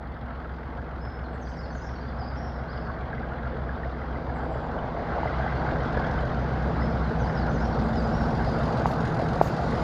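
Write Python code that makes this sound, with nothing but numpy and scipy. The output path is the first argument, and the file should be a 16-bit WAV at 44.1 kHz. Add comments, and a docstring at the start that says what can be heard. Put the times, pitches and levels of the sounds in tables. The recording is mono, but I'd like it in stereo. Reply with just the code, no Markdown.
"""A low, throbbing diesel hum comes first: two locomotives work hard up a straight line towards a platform.
Each four-stroke engine hums on multiples of its own firing cycle, built from sines; shaped noise makes rumble,
exhaust roar, clatter and hiss, which throb with the firings and swell. Decaying sines make knocks and barks.
Two small birds whistle gliding notes among echoing hard walls.
Late on, something close by on the right pops twice: a ringing cavity, then a short hiss."""
import sys
import numpy as np
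from scipy import signal
from scipy.fft import rfft, irfft, next_fast_len
from scipy.io import wavfile
from scipy.ndimage import uniform_filter1d, map_coordinates

SR = 44100
rng = np.random.default_rng(int(sys.argv[2]) if len(sys.argv) > 2 else 0)


def master_out(mix):
    """Clip the mix to full scale and print it as 16-bit PCM to the path in sys.argv[1]."""
    frames = np.transpose(np.atleast_2d(mix))
    ceiling = np.clip(frames, -1, 1)
    pcm = np.round(ceiling * 32767).astype(np.int16)
    wavfile.write(sys.argv[1], SR, pcm)


N = 433503


def amp(db):
    """Decibels to amplitude."""
    return 10 ** (np.asarray(db) / 20)


def unit(x):
    """Scale to an rms of 1."""
    return x / np.sqrt(np.mean(x ** 2) + 1e-20)


def along(points, hz):
    """Read (Hz, value) points on a log frequency axis."""
    f, v = np.transpose(points)
    return np.interp(np.log(hz + 1), np.log(f + 1), v)


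def curves(rows):
    """One value per sample for each column after the time."""
    s, *cols = np.transpose(rows)
    return [np.interp(np.arange(N) / SR, s, c) for c in cols]


def wobble(rate):
    """A smooth random curve with rate knots a second."""
    positions = np.arange(0, N + 64, 64) * rate / SR
    knots = map_coordinates(rng.standard_normal(int(N * rate / SR) + 4), [positions])
    return np.interp(np.arange(N), np.arange(len(knots)) * 64, knots)


def filtered(x, response):
    """Multiply the spectrum of x by a complex response of frequency."""
    m = next_fast_len(N + SR // 2)
    return irfft(rfft(x, m) * response(np.fft.rfftfreq(m, 1 / SR)), m)[..., :N]


def rush(spectrum, gate, patchy_db):
    """Two unrelated gated noises of rms 1, with patches of random gain in time and pitch."""
    z = signal.stft(rng.standard_normal((2, N)) * gate, nperseg=512)[2]
    field = rng.standard_normal(z.shape[1:])
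    field = uniform_filter1d(uniform_filter1d(field, 4, 0), 8, 1)
    pair = signal.istft(z * amp(patchy_db * unit(field)), nperseg=512)[1][:, :N]
    return unit(filtered(pair, lambda hz: amp(along(spectrum, hz))))


def hum(turns, order, db, fading_db):
    """One order of a rotation; moving air and echoes make it fade and slip in phase."""
    slip = rng.uniform(0, 2 * np.pi) + .22 * wobble(2)  # radians
    level = np.sqrt(2) * amp(db + fading_db * wobble(2.5))
    return level * np.sin(2 * np.pi * order * turns + slip)


# Deep throb, rms: start_s, leading_9th_level_db, trailing_9th_level_db, leading_18th_level_db, leading_6th_level_db
THROB_LEVELS = [(0, -39, -56, -54, -50.5), (1.8, -37.5, -53.5, -53.5, -48), (2.2, -35.5, -48.5, -46, -51),
                (3.15, -38.5, -45, -45, -46.5), (3.6, -34.5, -45.5, -43.5, -45.5),
                (4.5, -35, -52.5, -44.5, -42.5), (4.98, -46, -46, -51.5, -45),
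                (5.36, -31.5, -49.5, -38.5, -46), (6.13, -35, -41, -36.5, -42),
                (6.54, -31.5, -39.5, -36, -49), (7.03, -29, -35.5, -36.5, -46),
                (7.64, -40.5, -34.5, -41, -52), (8.3, -38, -32, -39.5, -45), (8.75, -38, -33, -36.5, -49),
                (9.36, -46.5, -43, -36.5, -44), (9.83, -38.5, -36.5, -39, -47.5)]
# Strong leading-engine orders: cycle_multiple, far_level_db (rms), near_level_db (rms)
LEADING_ORDERS = [(8, -58, -49), (10, -50, -46), (11, -54, -45), (12, -54, -43), (16, -54, -43),
                  (17, -57, -44), (19, -52, -46), (20, -69, -45), (22, -53, -37), (23, -52.5, -39),
                  (24, -67, -48), (25, -60, -46), (29, -66, -43), (30, -57, -50), (31, -62, -48),
                  (32, -58, -48), (34, -56, -47), (35, -55, -48), (46, -60.5, -47)]
# Trailing-engine orders: cycle_multiple, level_db (relative to its ninth)
TRAILING_ORDERS = [(6, -17), (11, -11), (16, -13), (18, -11), (19, -13), (22, -12), (27, -10), (34, -4)]
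# Remaining leading orders from the 13th to the 47th, with random scatter in level
FAINT_FAR_DB, FAINT_NEAR_DB, FAINT_SCATTER_DB = -67.5, -59.5, 3


def engine_hum(near, lead_turns, trail_turns):
    """Periodic firing makes sines at whole multiples of each engine's cycle rate."""
    lead_db, trail_db, octave_db, firing_db = curves(THROB_LEVELS)
    tones = hum(lead_turns, order=9, db=lead_db, fading_db=-0.5)
    tones += hum(trail_turns, order=9, db=trail_db, fading_db=3)
    tones += hum(lead_turns, order=18, db=octave_db, fading_db=1.5)
    tones += hum(lead_turns, order=6, db=firing_db, fading_db=1.5)
    strong = [18] + [round(row[0]) for row in LEADING_ORDERS]
    scatter_db = FAINT_SCATTER_DB * rng.standard_normal(35)
    faint = [(k, FAINT_FAR_DB + d, FAINT_NEAR_DB + d)
             for k, d in zip(range(13, 48), scatter_db) if k not in strong]
    for k, far_db, near_db in LEADING_ORDERS + faint:
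        level_db = far_db + near * (near_db - far_db)
        tones += hum(lead_turns, order=round(k), db=level_db, fading_db=1.5)
    for k, db in TRAILING_ORDERS:
        tones += hum(trail_turns, order=round(k), db=trail_db + db, fading_db=2.5)
    return tones


# Uneven strength of the six firings in a cycle: level_db
CYLINDER_LEVELS = [-3.5, -6, 2, -8.5, 2, 0]


def firing_puffs(firing):
    """Each of six firings a cycle opens a burst that decays towards the next."""
    strength = amp(np.take(CYLINDER_LEVELS, firing.astype(int) % 6))
    puffs = strength * np.exp(-2.5 * (firing % 1))
    return unit(uniform_filter1d(puffs, 250))  # echoes blur the puffs


# Noise colours of the engine layers, each: pitch_hz, level_db (relative, per Hz)
RUMBLE_COLOUR = [(22, -49.5), (31, -29.5), (42, -5), (52, -11.5), (70, -5.5), (102, -0.5), (145, -1.5),
                 (200, -5), (249, 0), (370, -16.5), (460, -11), (570, -20), (770, -120)]
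ROAR_COLOUR = [(210, -11.5), (350, -5), (390, -6.5), (451, -1.5), (596, -3.5), (690, -0.5), (830, -3.5),
               (1000, -8), (1150, -9.5), (1500, -59.5), (2530, -120)]
CLATTER_COLOUR = [(680, -30.5), (1150, -3.5), (1560, -1), (1780, -8.5), (1970, -10), (2200, -13),
                  (2500, -23), (3120, -46), (5280, -120)]
HISS_FAR_COLOUR = [(1410, -21), (2400, -1.5), (2800, 0), (3050, -1), (3320, -0.5), (3680, -6.5), (4050, -7),
                   (4550, -9), (5970, -24), (8000, -36.5), (10400, -67), (17600, -120)]
HISS_NEAR_COLOUR = [(1410, -26), (2400, -3.5), (4740, -6.5), (6950, -16.5), (8310, -33), (9950, -26),
                    (11500, -43.5), (12100, -58), (15500, -48.5)]
# Base levels in dB: the rumble's before its nearness gain, the others' before the swell is added
RUMBLE_DB, ROAR_DB, HISS_FAR_DB, HISS_NEAR_DB = -45.5, -41.5, -61, -55
RUMBLE_NEAR_DB = 12  # gained as the hum nears
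HISS_GROWS = 0.86  # dB gained per dB of swell


def engine_noise(near, bright, puffs, swell_db, roar_db, clatter_db):
    """Noise throbs with the firings; the air swallows less treble as the path shortens."""
    def gate(depth):
        # each part of the engine puffs at its own moment of the cycle
        shifted = np.roll(puffs, rng.integers(SR // 7))
        return 1 + depth * amp(4.1 * wobble(1.707)) * (shifted - 1)

    hiss_db = HISS_GROWS * swell_db
    rumble_level = amp(RUMBLE_DB + RUMBLE_NEAR_DB * near)
    far_level = amp(hiss_db + HISS_FAR_DB) * np.sqrt(1 - bright)
    near_level = amp(hiss_db + HISS_NEAR_DB) * np.sqrt(bright)
    noise = rumble_level * rush(RUMBLE_COLOUR, gate(0.16), patchy_db=2.2)
    noise += amp(ROAR_DB + roar_db) * rush(ROAR_COLOUR, gate(0.17), patchy_db=1.4)
    noise += amp(clatter_db) * rush(CLATTER_COLOUR, gate(0.22), patchy_db=2.0)
    noise += far_level * rush(HISS_FAR_COLOUR, gate(0.29), patchy_db=2.0)
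    noise += near_level * rush(HISS_NEAR_COLOUR, gate(0.26), patchy_db=2.0)
    return noise


# Blower whistles: pitch_hz, level_db (relative)
WHISTLES = [(4829, 0), (3651, -5)]
# Shared whistle level: start_s, level_db (rms)
WHISTLE_LEVEL = [(0, -84), (3.7, -79), (4.2, -73), (5.3, -72), (6.5, -68), (7.5, -63), (9.83, -64)]


def blower_whine():
    """Blowers whistle as thin sines whose pitch wanders slightly."""
    out = np.zeros(N)
    for hz, db in WHISTLES:
        drift = np.cumsum(1 + .0015 * wobble(12)) / SR
        out += hum(drift, order=hz, db=db + curves(WHISTLE_LEVEL)[0], fading_db=2.5)
    return out


# Clearest metal knocks, often one cycle apart: start_s, level_db (before the attack), pitch_hz
CLEAR_KNOCKS = [(2.9, -25, 1107), (3.13, -22, 1620), (3.18, -29.5, 2020), (3.232, -26.5, 1600),
                (3.32, -27, 1410), (3.392, -35.5, 2050), (3.468, -24.5, 1397), (3.692, -22.5, 1640),
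                (3.833, -26, 1820), (4.018, -31, 1990), (4.158, -31.5, 2015), (4.297, -28.5, 1690),
                (5.274, -23.5, 2040), (5.974, -22.5, 1660), (6.82, -25.5, 1980), (4.788, -28, 2980),
                (5.207, -46, 2950), (5.892, -37, 3150), (6.047, -30.5, 3310), (6.162, -40, 3210),
                (6.188, -25, 3050), (6.606, -38, 3140)]


def metal_knocks(firing, clatter_db):
    """Every firing knocks the block a little, a few much harder; each knock is a decaying sine."""
    out, t = np.zeros(N), np.arange(600) / SR
    at = np.flatnonzero(np.diff(firing.astype(int)))
    luck = rng.random((len(at), 3))
    rare_db = -2.5 * np.log(1 - .97 * luck[:, 1])
    size_db = clatter_db[at] + 3.5 + rare_db - 9 * luck[:, 2]  # higher knocks are fainter
    chance = zip(at / SR + .02 * luck[:, 0], size_db, 1300 + 900 * luck[:, 2])
    for s, db, hz in CLEAR_KNOCKS + list(chance)[:-2]:  # the last two would crowd the end
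        knock = (1 - np.exp(-t / 0.001)) * amp(db - 60 * t / 0.033) * np.sin(2 * np.pi * hz * t)
        out[round(s * SR):][:len(t)] += knock
    return out


# Hard exhaust barks: start_s, level_db (before the attack), pitch_hz
BARK_HITS = [(0.456, -29.5, 1300), (4.043, -29, 777), (4.302, -26.5, 794), (4.396, -24.5, 854),
             (4.843, -21.5, 587), (5.089, -23, 774), (5.183, -19, 808), (5.232, -16.5, 878),
             (5.258, -19, 778), (5.401, -29.5, 704), (5.464, -20, 820), (5.631, -21, 828),
             (5.651, -19, 832), (5.824, -20.5, 624), (5.972, -15.5, 557), (6.767, -23, 714),
             (7.895, -22, 640), (9.198, -15.5, 628)]


def exhaust_barks():
    """A hard exhaust bark is a sine with a very fast attack and a short decay."""
    out, t = np.zeros(N), np.arange(600) / SR
    for s, db, hz in BARK_HITS:
        envelope = (1 - np.exp(-(t / 0.00017) ** 2)) * amp(db - 60 * t / 0.026)
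        out[round(s * SR):][:len(t)] += envelope * np.sin(2 * np.pi * hz * t)
    return out


# Approach: start_s, hum_nearness (0-1), treble_share let through by the air (0-1)
NEARING = [(0, 0, 0), (2, 0.24, 0.03), (3.5, 0.29, 0.01), (5, 0.48, 0.05), (5.5, 0.79, 0.05),
           (6.3, 0.81, 0.14), (7.5, 1, 0.23), (8.7, 1, 0.74), (9.83, 1, 0.9)]
# Engine speeds, each: start_s, cycle_hz
LEADING_SPEED = [(0, 7.149), (2.5, 7.155), (5, 7.155), (6.5, 7.144), (9.83, 7.141)]
TRAILING_SPEED = [(0, 6.69), (4, 6.63), (6.5, 6.605), (9.83, 6.59)]
# Swell of the engine noise: start_s, general_gain_db, roar_gain_db
NOISE_SWELL = [(0, 0, -2), (.4, 2, 0), (1.75, 2, 0), (2.3, 3.5, 2), (3, 5, 3), (3.9, 6, 3.5), (4.4, 6, 6.5),
               (4.95, 7, 8.5), (5.2, 12.5, 9.5), (5.38, 13.5, 8), (5.7, 13.5, 10.5), (6.07, 14, 10),
               (6.4, 10.5, 8), (7.1, 10.5, 9.5), (8.1, 10.5, 10), (8.7, 11.5, 12), (9.3, 11.5, 10.5),
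               (9.83, 12.5, 11)]
CLATTER_DB, CLATTER_GROWS = -47.5, 0.84  # base level, dB gained per dB of swell


def engines():
    """Both engines as (direct sound, scattered sound), driven by their cycles and the approach."""
    near, bright = np.clip(curves(NEARING), 0, 1)
    lead_turns = np.cumsum(curves(LEADING_SPEED)[0]) / SR
    trail_turns = np.cumsum(curves(TRAILING_SPEED)[0]) / SR
    firing = 6 * lead_turns
    swell_db, roar_db = curves(NOISE_SWELL)
    clatter_db = CLATTER_DB + CLATTER_GROWS * swell_db
    tones = engine_hum(near, lead_turns, trail_turns)
    noise = engine_noise(near, bright, firing_puffs(firing), swell_db, roar_db, clatter_db)
    noise[0] += blower_whine() + metal_knocks(firing, clatter_db) + exhaust_barks()
    return noise + tones * [[1], [.1]]


# Likeness of the two ports: pitch_hz, likeness (1 = alike)
PORT_LIKENESS = [(60, 1), (250, 0.86), (700, 0.98), (1400, 0.64), (2800, 0.39), (5000, 0.58), (12000, 0.48)]
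# Phase lead of the left port: pitch_hz, lead_radians
LEFT_PHASE = [(0, 0.51), (780, 0.14), (1030, 0.78), (1380, 0.26), (1720, 1.08), (1980, 0.9), (2670, 3),
              (3010, 2.5), (3960, 0.78), (4820, 0.91), (6370, 2.2), (9040, 3.9), (11100, 2.1), (15200, 6.1)]
# Level balance: pitch_hz, left_minus_right_db
LEFT_BALANCE = [(60, -2.2), (110, -1.7), (200, -1.3), (380, -0.8), (700, -3.0), (1290, -5.5), (2380, -1.5),
                (4400, -.5), (8120, 1.5), (15000, 2.5)]


def ports(direct, scattered):
    """Two microphone ports: alike in the bass, less so in the treble; the train drifts to the left."""
    def turn(hz):
        return np.arccos(np.clip(along(PORT_LIKENESS, hz), -1, 1)) / 2

    def half(hz):
        # half of the difference goes to each port
        return amp(along(LEFT_BALANCE, hz) / 2) * np.exp(.5j * along(LEFT_PHASE, hz))

    mid = filtered(direct, lambda hz: np.cos(turn(hz)))
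    side = filtered(scattered, lambda hz: np.sin(turn(hz)))
    pair = np.array([mid + side, mid - side])
    left, right = filtered(pair, lambda hz: np.array([half(hz), 1 / half(hz)]))
    early = np.linspace(-1.5, 1.5, N)  # samples
    return np.array([map_coordinates(left, [np.arange(N) + early], mode="nearest"), right])


SHADE_HZ = 5200  # above it branches hide a singer's direct path
FIRST_WALL_S, BANK_S, BANK_DEPTH_S = .005, .08, .04  # echo begins, peaks off the far bank, is spread
HEDGE_DB, HEDGE_T60_S, YARD_T60_S = 3, .07, .85  # quick scatter off near branches over the long echo


def yard_echo(t):
    """Decaying noise: near branches, a far bank and a long yard echo, after the first wall."""
    hedge = amp(HEDGE_DB - 60 * t / HEDGE_T60_S)
    bank = .5 * np.exp(-((t - BANK_S) / BANK_DEPTH_S) ** 2)
    envelope = (hedge + amp(-60 * t / YARD_T60_S) + bank) * (t > FIRST_WALL_S)
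    tail = rng.standard_normal((2, len(t))) * envelope
    return tail / np.linalg.norm(tail[0])


def bird(notes, times, left_db, shade_db_per_khz):
    """Whistled glides through three pitches, each phrase with its own echo off walls and banks."""
    out, t = np.zeros((2, N + 3 * SR)), np.arange(SR // 2) / SR
    for s, db, echo_db, stretch in times:
        dry, seen = np.zeros((2, 2 * SR))  # the full song, and what reaches us directly
        for start, length, a_hz, b_hz, c_hz, note_db in notes:
            start, length = start * stretch, length * stretch
            u = np.linspace(0, 1, round(length * SR))
            # a parabola through the three pitches
            hz = 2 * (u - .5) * (u - 1) * a_hz - 4 * u * (u - 1) * b_hz + 2 * u * (u - .5) * c_hz
            flutter = np.sin(2 * np.pi * (58 * u * length + rng.random()))  # in pitch and level
            hz += 55 * flutter
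            envelope = amp(note_db + 3 * flutter) * np.sin(np.pi * u) ** 0.5
            note = envelope * np.sin(2 * np.pi * np.cumsum(hz) / SR)
            shade = amp(-shade_db_per_khz * np.maximum(hz - SHADE_HZ, 0) / 1000)
            first = max(round(start * SR), 0)
            dry[first:][:len(u)] += note
            seen[first:][:len(u)] += note * shade
        wet = signal.fftconvolve(dry[None], yard_echo(t), axes=1)[:, :len(dry)]
        phrase = seen * amp([[left_db], [-left_db]]) + amp(echo_db) * wet
        out[:, round(s * SR):][:, :len(dry)] += amp(db) * phrase
    return out[:, :N]


# Song notes before stretch and flutter: start_s, length_s, first_hz, middle_hz, last_hz, level_db (relative)
SONG_NOTES = [(0.0, 0.085, 5050, 5170, 5130, -3), (.23, 0.029, 4410, 4240, 3580, -5.5),
              (.397, 0.037, 6480, 6050, 5250, -4), (.44, 0.021, 4400, 4920, 4190, -1),
              (.463, .014, 4100, 4860, 5380, 0), (.477, 0.024, 5300, 5250, 5030, -7),
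              (.547, 0.024, 4850, 5520, 4480, -4), (.572, 0.022, 4450, 5135, 4570, 3.5),
              (.608, 0.036, 4480, 4440, 4150, -1), (.69, 0.028, 6240, 6040, 5900, -6),
              (.722, 0.056, 7150, 6280, 5670, -5.5), (.788, 0.03, 4750, 5040, 5200, -3.5),
              (.815, 0.021, 5850, 5500, 5100, -4), (.838, 0.026, 5250, 5470, 5660, -1.5),
              (.928, 0.023, 4000, 4570, 3890, -1.5), (.956, 0.015, 4250, 4320, 3800, -2.5),
              (.98, 0.032, 4450, 4810, 3940, -4), (1.06, 0.02, 4950, 4580, 3940, -5),
              (1.155, 0.067, 5340, 4830, 4460, 2), (1.235, 0.036, 4920, 4970, 4780, -1),
              (1.315, 0.025, 6200, 5760, 5830, -16), (1.328, 0.035, 5050, 5480, 5730, -2),
              (1.358, 0.115, 5600, 5400, 5030, -4.5), (1.64, 0.05, 3900, 4780, 5120, -1),
              (1.685, 0.018, 5180, 4740, 4250, -0.5), (1.725, 0.02, 5310, 4830, 4210, -2),
              (1.77, 0.016, 5380, 4800, 4320, -12), (1.81, 0.016, 5300, 4540, 4330, -5)]
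# Songs: start_s, level_db, echo_db (relative), time_stretch (factor)
SONG_TIMES = [(1.003, -54.5, 5, 1.022), (6.8, -49.5, -1.5, 1)]


def singer():
    """A bird left of centre sings quick glides, its direct treble shaded by branches."""
    return bird(SONG_NOTES, SONG_TIMES, left_db=4.0, shade_db_per_khz=3.5)


# Call notes before stretch and flutter: start_s, length_s, first_hz, middle_hz, last_hz, level_db (relative)
CALL_NOTES = [(0, 0.051, 7700, 7600, 6450, -5), (.16, 0.059, 7830, 7430, 6540, -5.5),
              (.29, .05, 7500, 7100, 6550, -9)]
# Calls: start_s, level_db, echo_db (relative), time_stretch (factor)
CALL_TIMES = [(1.325, -73, 5, 0.96), (4.345, -68, 3, 1), (7.83, -66, 1, 1)]


def caller():
    """A second bird, also left, repeats three falling whistles on an unshaded path."""
    return bird(CALL_NOTES, CALL_TIMES, left_db=5.0, shade_db_per_khz=0)


# Pops: start_s, level_db (before port gain), cavity_hz, t60_s, hiss_level_db (rms before its envelope)
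POP_HITS = [(8.8572, -.2, 850, 0.0062, -56), (9.413, 3.2, 680, 0.0085, -50)]
# Colour of the hiss after a pop: pitch_hz, level_db (relative, per Hz)
PUFF_COLOUR = [(3530, -28.5), (6000, -4), (7380, -3), (8450, -16), (9000, -16), (12800, -8), (15500, -19.5)]
THUD_HZ, THUD_DB, THUD_T60_S = 474, -17.5, 0.011  # the duller body under each pop
SNAP_HZ, SNAP_DB, SNAP_T60_S = 1800, -27, .006  # the sharp edge on top of it


def pops():
    """A small hollow cavity rings briefly as decaying modes; a short hiss follows."""
    out, t = np.zeros((2, N + SR)), np.arange(SR // 5) / SR
    hiss = rush(PUFF_COLOUR, 1, patchy_db=4.0)
    late = t - np.array([[.00012], [0]])  # the left port lies farther away
    thud = amp(THUD_DB - 60 * late / THUD_T60_S) * np.sin(2 * np.pi * THUD_HZ * late)
    snap = amp(SNAP_DB - 60 * late / SNAP_T60_S) * np.sin(2 * np.pi * SNAP_HZ * late)
    attack = (1 - np.exp(-(late / 0.00055) ** 2)) * (late > 0)
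    swell = np.interp(t, [.004, .012, .065, .1], [0, 1, .7, 0])
    for s, db, hz, t60, hiss_db in POP_HITS:
        modes = np.sin(2 * np.pi * hz * late) + 0.17 * np.sin(2 * np.pi * 2.0 * hz * late)
        ring = (modes * amp(-60 * late / t60) + thud + snap) * attack
        first = round(s * SR)
        out[:, first:][:, :len(t)] += amp(db + np.array([[2.5], [5]])) * ring  # louder on the right
        out[:, first:][:, :len(t)] += amp(hiss_db) * swell * hiss[:, first:][:, :len(t)]
    return out[:, :N]


def scene():
    """The train through the two ports, with both birds and the close pops."""
    return ports(*engines()) + singer() + caller() + pops()


# Hiss of the microphones: pitch_hz, level_db (relative, per Hz)
MICROPHONE_HISS = [(5000, -34.5), (8500, -5.5), (10400, -4), (13200, 0), (15500, -5)]
TOP_HZ = 15700


def record(dry):
    """The microphones add hiss; the tallest peaks are rounded off and nothing above TOP_HZ is kept."""
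    noisy = dry + amp(-82.5) * rush(MICROPHONE_HISS, 1, patchy_db=3.5)
    rounded = noisy / (1 + np.abs(noisy) ** 8) ** (1 / 8)
    return filtered(rounded, lambda hz: hz < TOP_HZ)


dry = scene()
out = record(dry)
master_out(out)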